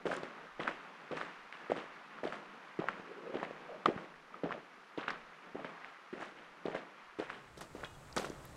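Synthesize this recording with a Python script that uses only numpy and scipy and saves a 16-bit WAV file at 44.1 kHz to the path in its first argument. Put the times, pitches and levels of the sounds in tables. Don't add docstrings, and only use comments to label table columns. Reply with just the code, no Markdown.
import sys
import numpy as np
from scipy import signal
from scipy.fft import rfft, irfft
from scipy.io import wavfile

SR = 44100
rng = np.random.default_rng(int(sys.argv[2]) if len(sys.argv) > 2 else 0)


def file_out(sig):
    cols = np.atleast_2d(sig).T
    lim = np.clip(cols, -1, 1)
    pcm = np.round(lim * 32767).astype(np.int16)
    wavfile.write(sys.argv[1], SR, pcm)


N = 377496
TIME = np.arange(N) / SR
VALLEY_S = 7.5


def amp(db):
    return 10 ** (np.asarray(db) / 20)


def unit(x):
    return x / np.sqrt(np.mean(x ** 2) + 1e-20)


def add(mix, start_s, sound):
    part = mix[max(round(start_s * SR), 0):][:len(sound)]
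    part += sound[:len(part)]


def butter(x, order, hz, kind="low"):
    return signal.sosfilt(signal.butter(order, hz, kind, fs=SR, output="sos"), x)


def colour(x, spectrum, size=8192):
    hz, db = np.transpose(spectrum)
    bins_hz = abs(np.fft.fftfreq(size, 1 / SR))
    log_gain = np.log(amp(np.interp(np.log(bins_hz + 1), np.log(hz), db)))
    taps = np.fft.ifft(np.exp(np.conj(signal.hilbert(log_gain)))).real
    return unit(signal.oaconvolve(x, taps[:size // 2])[:N])


def band_noise(hz, width_hz):
    bell = np.exp(-((np.fft.rfftfreq(N, 1 / SR) - hz) / width_hz) ** 2)
    return unit(irfft(rfft(rng.standard_normal(N)) * bell, N))


def swells(pushes, order=1):
    out = np.zeros(N)
    for peak_s, rise_s, decay_s, height in pushes:
        near = slice(max(int((peak_s - 3 * rise_s) * SR), 0), int((peak_s + 8 * decay_s) * SR))
        age = TIME[near] - peak_s
        fall = np.where(age < 0, (age / max(rise_s, .001)) ** 2, age / max(decay_s, .004))
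        out[near] += (height * np.exp(-fall)) ** order
    return out ** (1 / order)


def ring(hz, cycles):
    t = np.arange(SR // 30) / SR
    age = t * hz / max(cycles, .1)
    return age * np.exp(1 - age) * np.sin(2 * np.pi * hz * t)


def grains(per_s, spread_db, low_hz, high_hz, cycles, count):
    out = np.zeros(N)
    strength = np.minimum(rng.standard_exponential(N), 4)
    polarity = rng.choice([-1, 1], N)
    for hz in np.geomspace(low_hz, high_hz, count):
        hit = rng.random(N) < per_s / count / SR
        clicks = np.zeros(N)
        clicks[hit] = amp(spread_db * strength[hit]) * polarity[hit]
        out += np.sqrt(hz) * unit(signal.oaconvolve(clicks, ring(hz, cycles))[:N])
    return unit(out)


# frequency_hz, relative_db
MURMUR_SPECTRUM = [(20, -21), (60, -31.5), (105, -28), (165, 1.5), (280, -1), (450, 0.5), (750, -5),
                   (1200, -8), (3000, -64.5)]
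RUSTLE_SPECTRUM = [(70, -51), (300, -26), (750, -5), (1200, 1), (1800, -3), (2600, -8.5), (4000, -19.5),
                   (6000, -28), (12000, -37.5)]
AIR_SPECTRUM = [(1500, 7), (4000, 6), (6000, 2), (8000, -8), (9500, -6), (12500, -12), (14000, -30),
                (16000, -23)]
# time_s, murmur_db, rustle_db
HUSH_CONTOUR = [(0.0, -56.5, -57.5), (0.29, -55.5, -53), (0.46, -56, -54.5), (1.13, -61, -52.5),
                (1.33, -67.5, -55.5), (2.21, -60.5, -54), (2.3, -57.5, -55), (2.78, -67, -57),
                (3.01, -57.5, -54.5), (3.86, -55, -55), (4.13, -63, -59), (5.7, -61.5, -55.5),
                (5.87, -66, -55), (6.75, -61, -59), (7.06, -66.5, -56.5), (7.5, -64, -62)]


def forest(air_db=-72, rumble_db=-82):
    times, murmur_db, rustle_db = np.transpose(HUSH_CONTOUR)
    trail = [step for step in FOOTSTEPS if step[0] < VALLEY_S]
    settle = swells((sole_s + .071, .071, .12, 1) for _, sole_s, *_ in trail)
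    swing_db = swells((heel_s - .062, .062, .03, db) for heel_s, *_, db in trail)
    waver_db = 2 * band_noise(0, 5.5)
    murmur_db = np.interp(TIME, times, murmur_db) - 3 + 7 * settle + swing_db + waver_db
    rustle_db = np.interp(TIME, times, rustle_db) - 1 + 2.5 * settle + .14 * swing_db + waver_db / 2
    murmur = colour(rng.standard_normal(N), MURMUR_SPECTRUM) * amp(murmur_db)
    patter = grains(per_s=12000, spread_db=1, low_hz=588, high_hz=6440, cycles=.41, count=8)
    ticks = amp(-10) * grains(per_s=60, spread_db=1, low_hz=374, high_hz=1920, cycles=.8, count=6)
    rustle = (colour(patter, RUSTLE_SPECTRUM) + ticks) * amp(rustle_db)
    air = amp(air_db) * colour(rng.standard_normal(N), AIR_SPECTRUM)
    rumble = amp(rumble_db) * unit(band_noise(0, 55) * amp(8 * band_noise(0, 6)))
    return butter(murmur + rustle + air, 4, 115, "high") + rumble


# heel_s, sole_s, heel_db, sole_db, sole_decay_s, pebbles_db, grit_db,
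# thump_db, thump_hz, clack_db, swing_db
FOOTSTEPS = [(0.055, 0.1134, -39.5, -45.5, 0.049, -5, -19, -25, 430, -28, 2),
             (0.595, 0.6776, -43.5, -47.5, .045, -1, -23.5, -31, 464, -17.5, -7),
             (1.111, 1.2136, -43.5, -50, .05, -4.5, -26, -32, 497, -24, 11.5),
             (1.699, 1.7636, -41, -46, .06, -6, -27, -25, 430, -44, 7),
             (2.233, 2.325, -41.5, -50, .04, -4, -22, -29, 520, -26.5, 5),
             (2.7903, 2.8863, -44, -49, .018, -4, -36, -25.5, 372, -19, 1),
             (3.34, 3.43, -42.5, -41.5, 0.019, -9, -33, -33, 380, -27, 4),
             (3.8573, 3.978, -36, -51.5, .06, -9.5, -29.5, -23, 555, -31, 1),
             (4.435, 4.5184, -39.5, -47, .055, -9, -42, -25, 486, -27, 10),
             (4.9763, 5.0812, -46.5, -49, .045, 2, -27, -31, 490, -21.5, -2),
             (5.546, 5.646, -45, -46, 0.023, -11, -36, -37, 300, -28, 7),
             (6.128, 6.222, -47.5, -50.5, 0.053, -6, -26.5, -35, 344, -37, 1),
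             (6.655, 6.747, -42, -41.5, 0.031, -8, -30, -27, 373, -31, 0.5),
             (7.187, 7.3014, -44, -55.5, .08, 0, -19, -32, 335, -26, -3),
             (7.7497, 7.8376, -52, -49.5, 0.02, -6, -16.5, -35.5, 403, -28, 0),
             (8.1635, 8.246, -37, -48, .022, -5, -10.5, -35, 320, -30, 0)]
# peak_s, decay_s, soil_db, pebbles_db,
# grit_db
LIGHT_SCUFFS = [(0.168, .021, -46, -49, -64), (0.238, .035, -47, -49.5, -68),
                (1.175, .06, -48.5, -44.5, -62.5), (1.545, .08, -65, -52.5, -77),
                (2.887, 0.016, -64, -43, -71), (5.107, 0.012, -55, -42.5, -61), (5.86, 0.029, -66, -60, -80),
                (6.21, 0.071, -52, -51, -65), (6.38, .15, -60.5, -57, -80), (7.576, 0.017, -50, -56, -56.5),
                (7.613, 0.023, -47, -48.5, -53.5), (8.305, 0.098, -55, -59, -69),
                (8.45, 0.059, -62, -65.5, -69)]


def presses():
    for heel_s, sole_s, heel_db, sole_db, decay_s, pebbles_db, grit_db, *_ in FOOTSTEPS:
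        ground_db = np.array([0, pebbles_db, grit_db])
        top_db = ground_db + [0, 6.5, 5.5]
        yield heel_s + .006, .0049, .052, *(heel_db + ground_db)
        yield heel_s + .06, .034, .05, *(sole_db - 8 + top_db)
        yield sole_s + .004, .18 * decay_s, decay_s, *(sole_db + top_db)
    for peak_s, decay_s, *levels_db in LIGHT_SCUFFS:
        yield peak_s, .2 * decay_s, decay_s, *levels_db


def load(layer):
    pushes = [(s, rise, decay, amp(levels_db[layer])) for s, rise, decay, *levels_db in presses()]
    return swells(pushes, order=2)


# frequency_hz, relative_db
SOIL_SPECTRUM = [(40, -10), (100, -29), (160, -5), (350, -5), (600, -3.5), (850, -9), (1300, -24.5),
                 (3000, -59.5)]
PEBBLE_SPECTRUM = [(70, -51), (300, -24.5), (700, -2.5), (1250, 3), (2000, -1.5), (3000, -7), (4500, -21),
                   (6500, -30.5), (12000, -43)]
GRIT_SPECTRUM = [(1500, -22), (3200, 7), (5500, 4.5), (8000, 0.5), (10000, -4.5), (13000, -10.5),
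                 (16000, -15)]


def crunch():
    soil = grains(per_s=900, spread_db=3, low_hz=133.7, high_hz=1040, cycles=.46, count=8)
    pebbles = grains(per_s=3500, spread_db=3, low_hz=703, high_hz=6460, cycles=.6, count=10)
    grit = grains(per_s=6000, spread_db=3, low_hz=2950, high_hz=12500, cycles=.94, count=8)
    stones = amp(-4) * grains(per_s=90, spread_db=2.5, low_hz=317, high_hz=680, cycles=.72, count=5)
    clacks = amp(-5) * grains(per_s=80, spread_db=1.5, low_hz=1180, high_hz=1910, cycles=.77, count=4)
    flakes = amp(-16) * grains(per_s=70, spread_db=2.5, low_hz=2690, high_hz=3610, cycles=.83, count=3)
    thud = colour(soil, SOIL_SPECTRUM) + stones
    grind = amp(-1) * colour(pebbles, PEBBLE_SPECTRUM) + clacks + flakes
    crackle = colour(grit, GRIT_SPECTRUM)
    return thud * load(0) + grind * load(1) + crackle * load(2)


# start_s, level_db, pitch_hz, rise_cycles
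STONE_KNOCKS = [(0.0662, -28, 504, .54), (0.1025, -30.5, 610, 1.3), (0.1174, -25, 1480, .75),
                (0.129, -25, 580, 0.31), (0.1368, -29, 1440, 0.93), (0.2331, -27.5, 450, .37),
                (0.6002, -33, 303, 0.3), (0.6717, -35, 1550, 2.4), (0.6815, -24, 1560, 0.33),
                (0.7126, -28.5, 1460, 0.34), (1.1225, -37, 505, 2.9), (1.5262, -29.5, 1940, .45),
                (1.7185, -16.5, 615, 0.53), (1.7636, -33, 563, 0.52), (1.7802, -32, 420, .35),
                (2.187, -38, 1310, .7), (2.253, -27.5, 370, 0.44), (2.2702, -32, 610, 1.25),
                (2.7954, -25.5, 262, 0.34), (2.82, -32, 725, .59), (2.8417, -30, 665, 0.5),
                (2.9972, -36.5, 338, .2), (3.3542, -25.5, 403, 0.52), (3.4295, -27.5, 700, 0.43),
                (3.4502, -34, 2080, .88), (3.5091, -34, 540, .51), (3.8585, -13, 1213, 1.47),
                (3.8612, -26, 2000, 1.6), (3.883, -24, 382, 0.51), (3.8878, -21.5, 296, 0.35),
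                (3.901, -30.5, 390, 0.8), (3.962, -30, 170, 0.17), (4.342, -37, 1250, 2.2),
                (4.4407, -28, 250, .52), (4.5077, -29.5, 1120, 1), (4.5243, -27.5, 1710, 0.59),
                (4.9821, -27, 330, 0.42), (5.1046, -30, 1270, 0.66), (5.1582, -35, 1410, .5),
                (5.846, -32.5, 2060, 0.65), (6.1332, -34.5, 345, .8), (6.224, -39, 1660, 2.1),
                (6.6825, -24, 496, 0.29), (6.7497, -27, 564, 0.48), (6.7638, -31.5, 1860, .86),
                (7.1973, -28, 410, 0.61), (7.8336, -29.5, 650, .2), (8.165, -31, 1400, 0.52),
                (8.1757, -21.5, 670, 0.21), (8.1964, -29, 524, 0.52), (8.3011, -31.5, 333, 0.39)]


def knocks(clack_hz=1410, rise_cycles=.51, rasp_db=-22, rasp_decay_s=.0047):
    out, t = np.zeros(N), np.arange(SR // 30) / SR
    roughness = colour(rng.standard_normal(N), PEBBLE_SPECTRUM)
    blows = list(STONE_KNOCKS)
    for heel_s, sole_s, *_, thump_db, thump_hz, clack_db, _ in FOOTSTEPS:
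        blows += [(heel_s, thump_db, thump_hz, rise_cycles), (sole_s, clack_db, clack_hz, rise_cycles)]
    for start_s, level_db, pitch_hz, cycles in blows:
        rasp = roughness[int(start_s * SR):][:len(t)] * np.exp(-t / rasp_decay_s)
        add(out, start_s, amp(level_db) * (ring(pitch_hz, cycles) + amp(rasp_db) * rasp))
    return butter(out, 2, 125, "high")


# start_s, strength_db, pitch_hz
CHIP_SNAPS = [(0.068, -30, 3050), (0.1411, -41.5, 7940), (0.166, -36, 7600), (0.2333, -36, 3700),
              (0.6156, -39, 2960), (0.634, -31, 3160), (2.276, -33.5, 3370), (3.3688, -35, 3370),
              (3.8583, -16.5, 3320), (4.9758, -37, 3170), (5.082, -25.5, 2860), (5.105, -32, 4580),
              (6.6813, -49, 3150), (7.2, -33, 3230), (7.6104, -37.5, 10020), (7.847, -34, 3300),
              (8.1272, -36, 4720), (8.1645, -25.5, 7400), (8.18, -20, 4600), (8.2988, -37, 5800),
              (8.4537, -40, 12570)]


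def chips(gain_db=6, scatter_decay_s=.0015):
    out, t = np.zeros(N), np.arange(SR // 60) / SR
    for start_s, strength_db, pitch_hz in CHIP_SNAPS:
        contact = .35 * rng.standard_normal(len(t)) * np.exp(-t / scatter_decay_s)
        contact[0] += 2
        snap = signal.fftconvolve(contact, ring(pitch_hz, cycles=.6))
        snap = butter(snap, 2, min(1.8 * pitch_hz, .4 * SR))
        add(out, start_s, amp(strength_db + gain_db) * snap / np.linalg.norm(snap))
    return out


def tree_echo(steps, gain_db=-23, t60_s=.3, echoes_per_s=2000):
    t = np.arange(SR // 2) / SR
    taps = rng.standard_normal(len(t)) * (rng.random(len(t)) < echoes_per_s / SR)
    taps *= amp(-60 * t / t60_s)
    dull = butter(taps / np.linalg.norm(taps), 1, 3000)
    return amp(gain_db) * signal.oaconvolve(steps, dull)[:N]


# peak_s, rise_s, decay_s, level_db, resonance_hz
GEAR_RUBS = [(3.15, .12, 0.11, -52.5, 412.6), (3.32, .08, .035, -48.5, 461), (3.71, 0.023, 0.053, -46, 581)]


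def gear_rub(width_hz=140, grip_db=2):
    times, *_, resonance_hz = np.transpose(GEAR_RUBS)
    phase = 2 * np.pi * np.cumsum(np.interp(TIME, times, resonance_hz)) / SR
    hollow = band_noise(0, width_hz) * np.cos(phase) + band_noise(0, width_hz) * np.sin(phase)
    grip = amp(grip_db * band_noise(0, 45))
    force = swells((s, rise, decay, amp(db)) for s, rise, decay, db, _ in GEAR_RUBS)
    return unit(hollow * grip) * force


# frequency_hz, relative_db
HISS_SPECTRUM = [(20, -11), (95, -9), (135, -11), (210, -15.5), (600, -17), (1150, -20), (1700, -29),
                 (2400, -45), (3400, -33.5), (5500, -35.5), (7800, -30.5), (10500, -41), (13500, -44),
                 (15800, -47)]
# centre_hz, width_hz, level_db
HUM_BANDS = [(64.4, 5.9, -64), (135, 28, -59.5)]
# time_s, gain_db
VALLEY_FADE = [(7.05, -65), (7.15, -25), (7.3, -15.5), (7.55, -8.5), (7.75, -2.5), (8.0, -2.5),
               (8.55, -0.5)]


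def valley(hiss_db=-56):
    hiss = amp(hiss_db) * colour(rng.standard_normal(N), HISS_SPECTRUM)
    hum = sum(amp(db) * band_noise(hz, width_hz) for hz, width_hz, db in HUM_BANDS)
    return (hiss + hum) * amp(np.interp(TIME, *np.transpose(VALLEY_FADE)))


# pitch_hz, level_db, t60_s
METAL_MODES = [(2510, -63, 0.49), (2900, -63, 0.49), (3300, -68, .2), (3330, -61.5, 0.27),
               (3300, -48, 0.033), (3770, -67, .25)]
# start_s, gain_db
METAL_CLINKS = [(7.847, 1), (7.95, -14)]


def metal_clinks(jostle=.16):
    out, t = np.zeros(N), np.arange(SR // 2) / SR
    clink = sum(amp(db - 60 * t / t60_s) * np.sin(2 * np.pi * hz * t) for hz, db, t60_s in METAL_MODES)
    for start_s, gain_db in METAL_CLINKS:
        tremble = 1 + jostle * band_noise(0, 30)[:len(t)]
        add(out, start_s, amp(gain_db) * clink * tremble)
    return out


def scene(soft_hz=9800):
    steps = crunch() + knocks() + chips()
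    steps = np.where(TIME < VALLEY_S, butter(steps, 4, soft_hz), steps)
    return (steps + tree_echo(steps) + gear_rub() + metal_clinks() + forest() + valley())[None]


def record(dry, ceiling=.22, cutoff_hz=15850):
    limited = dry / (1 + (dry / ceiling) ** 8) ** (1 / 8)
    lowpass = signal.firwin(511, cutoff_hz, window=("kaiser", 9), fs=SR)
    return signal.oaconvolve(limited, lowpass[None], "same")


dry = scene()
out = record(dry)
file_out(out)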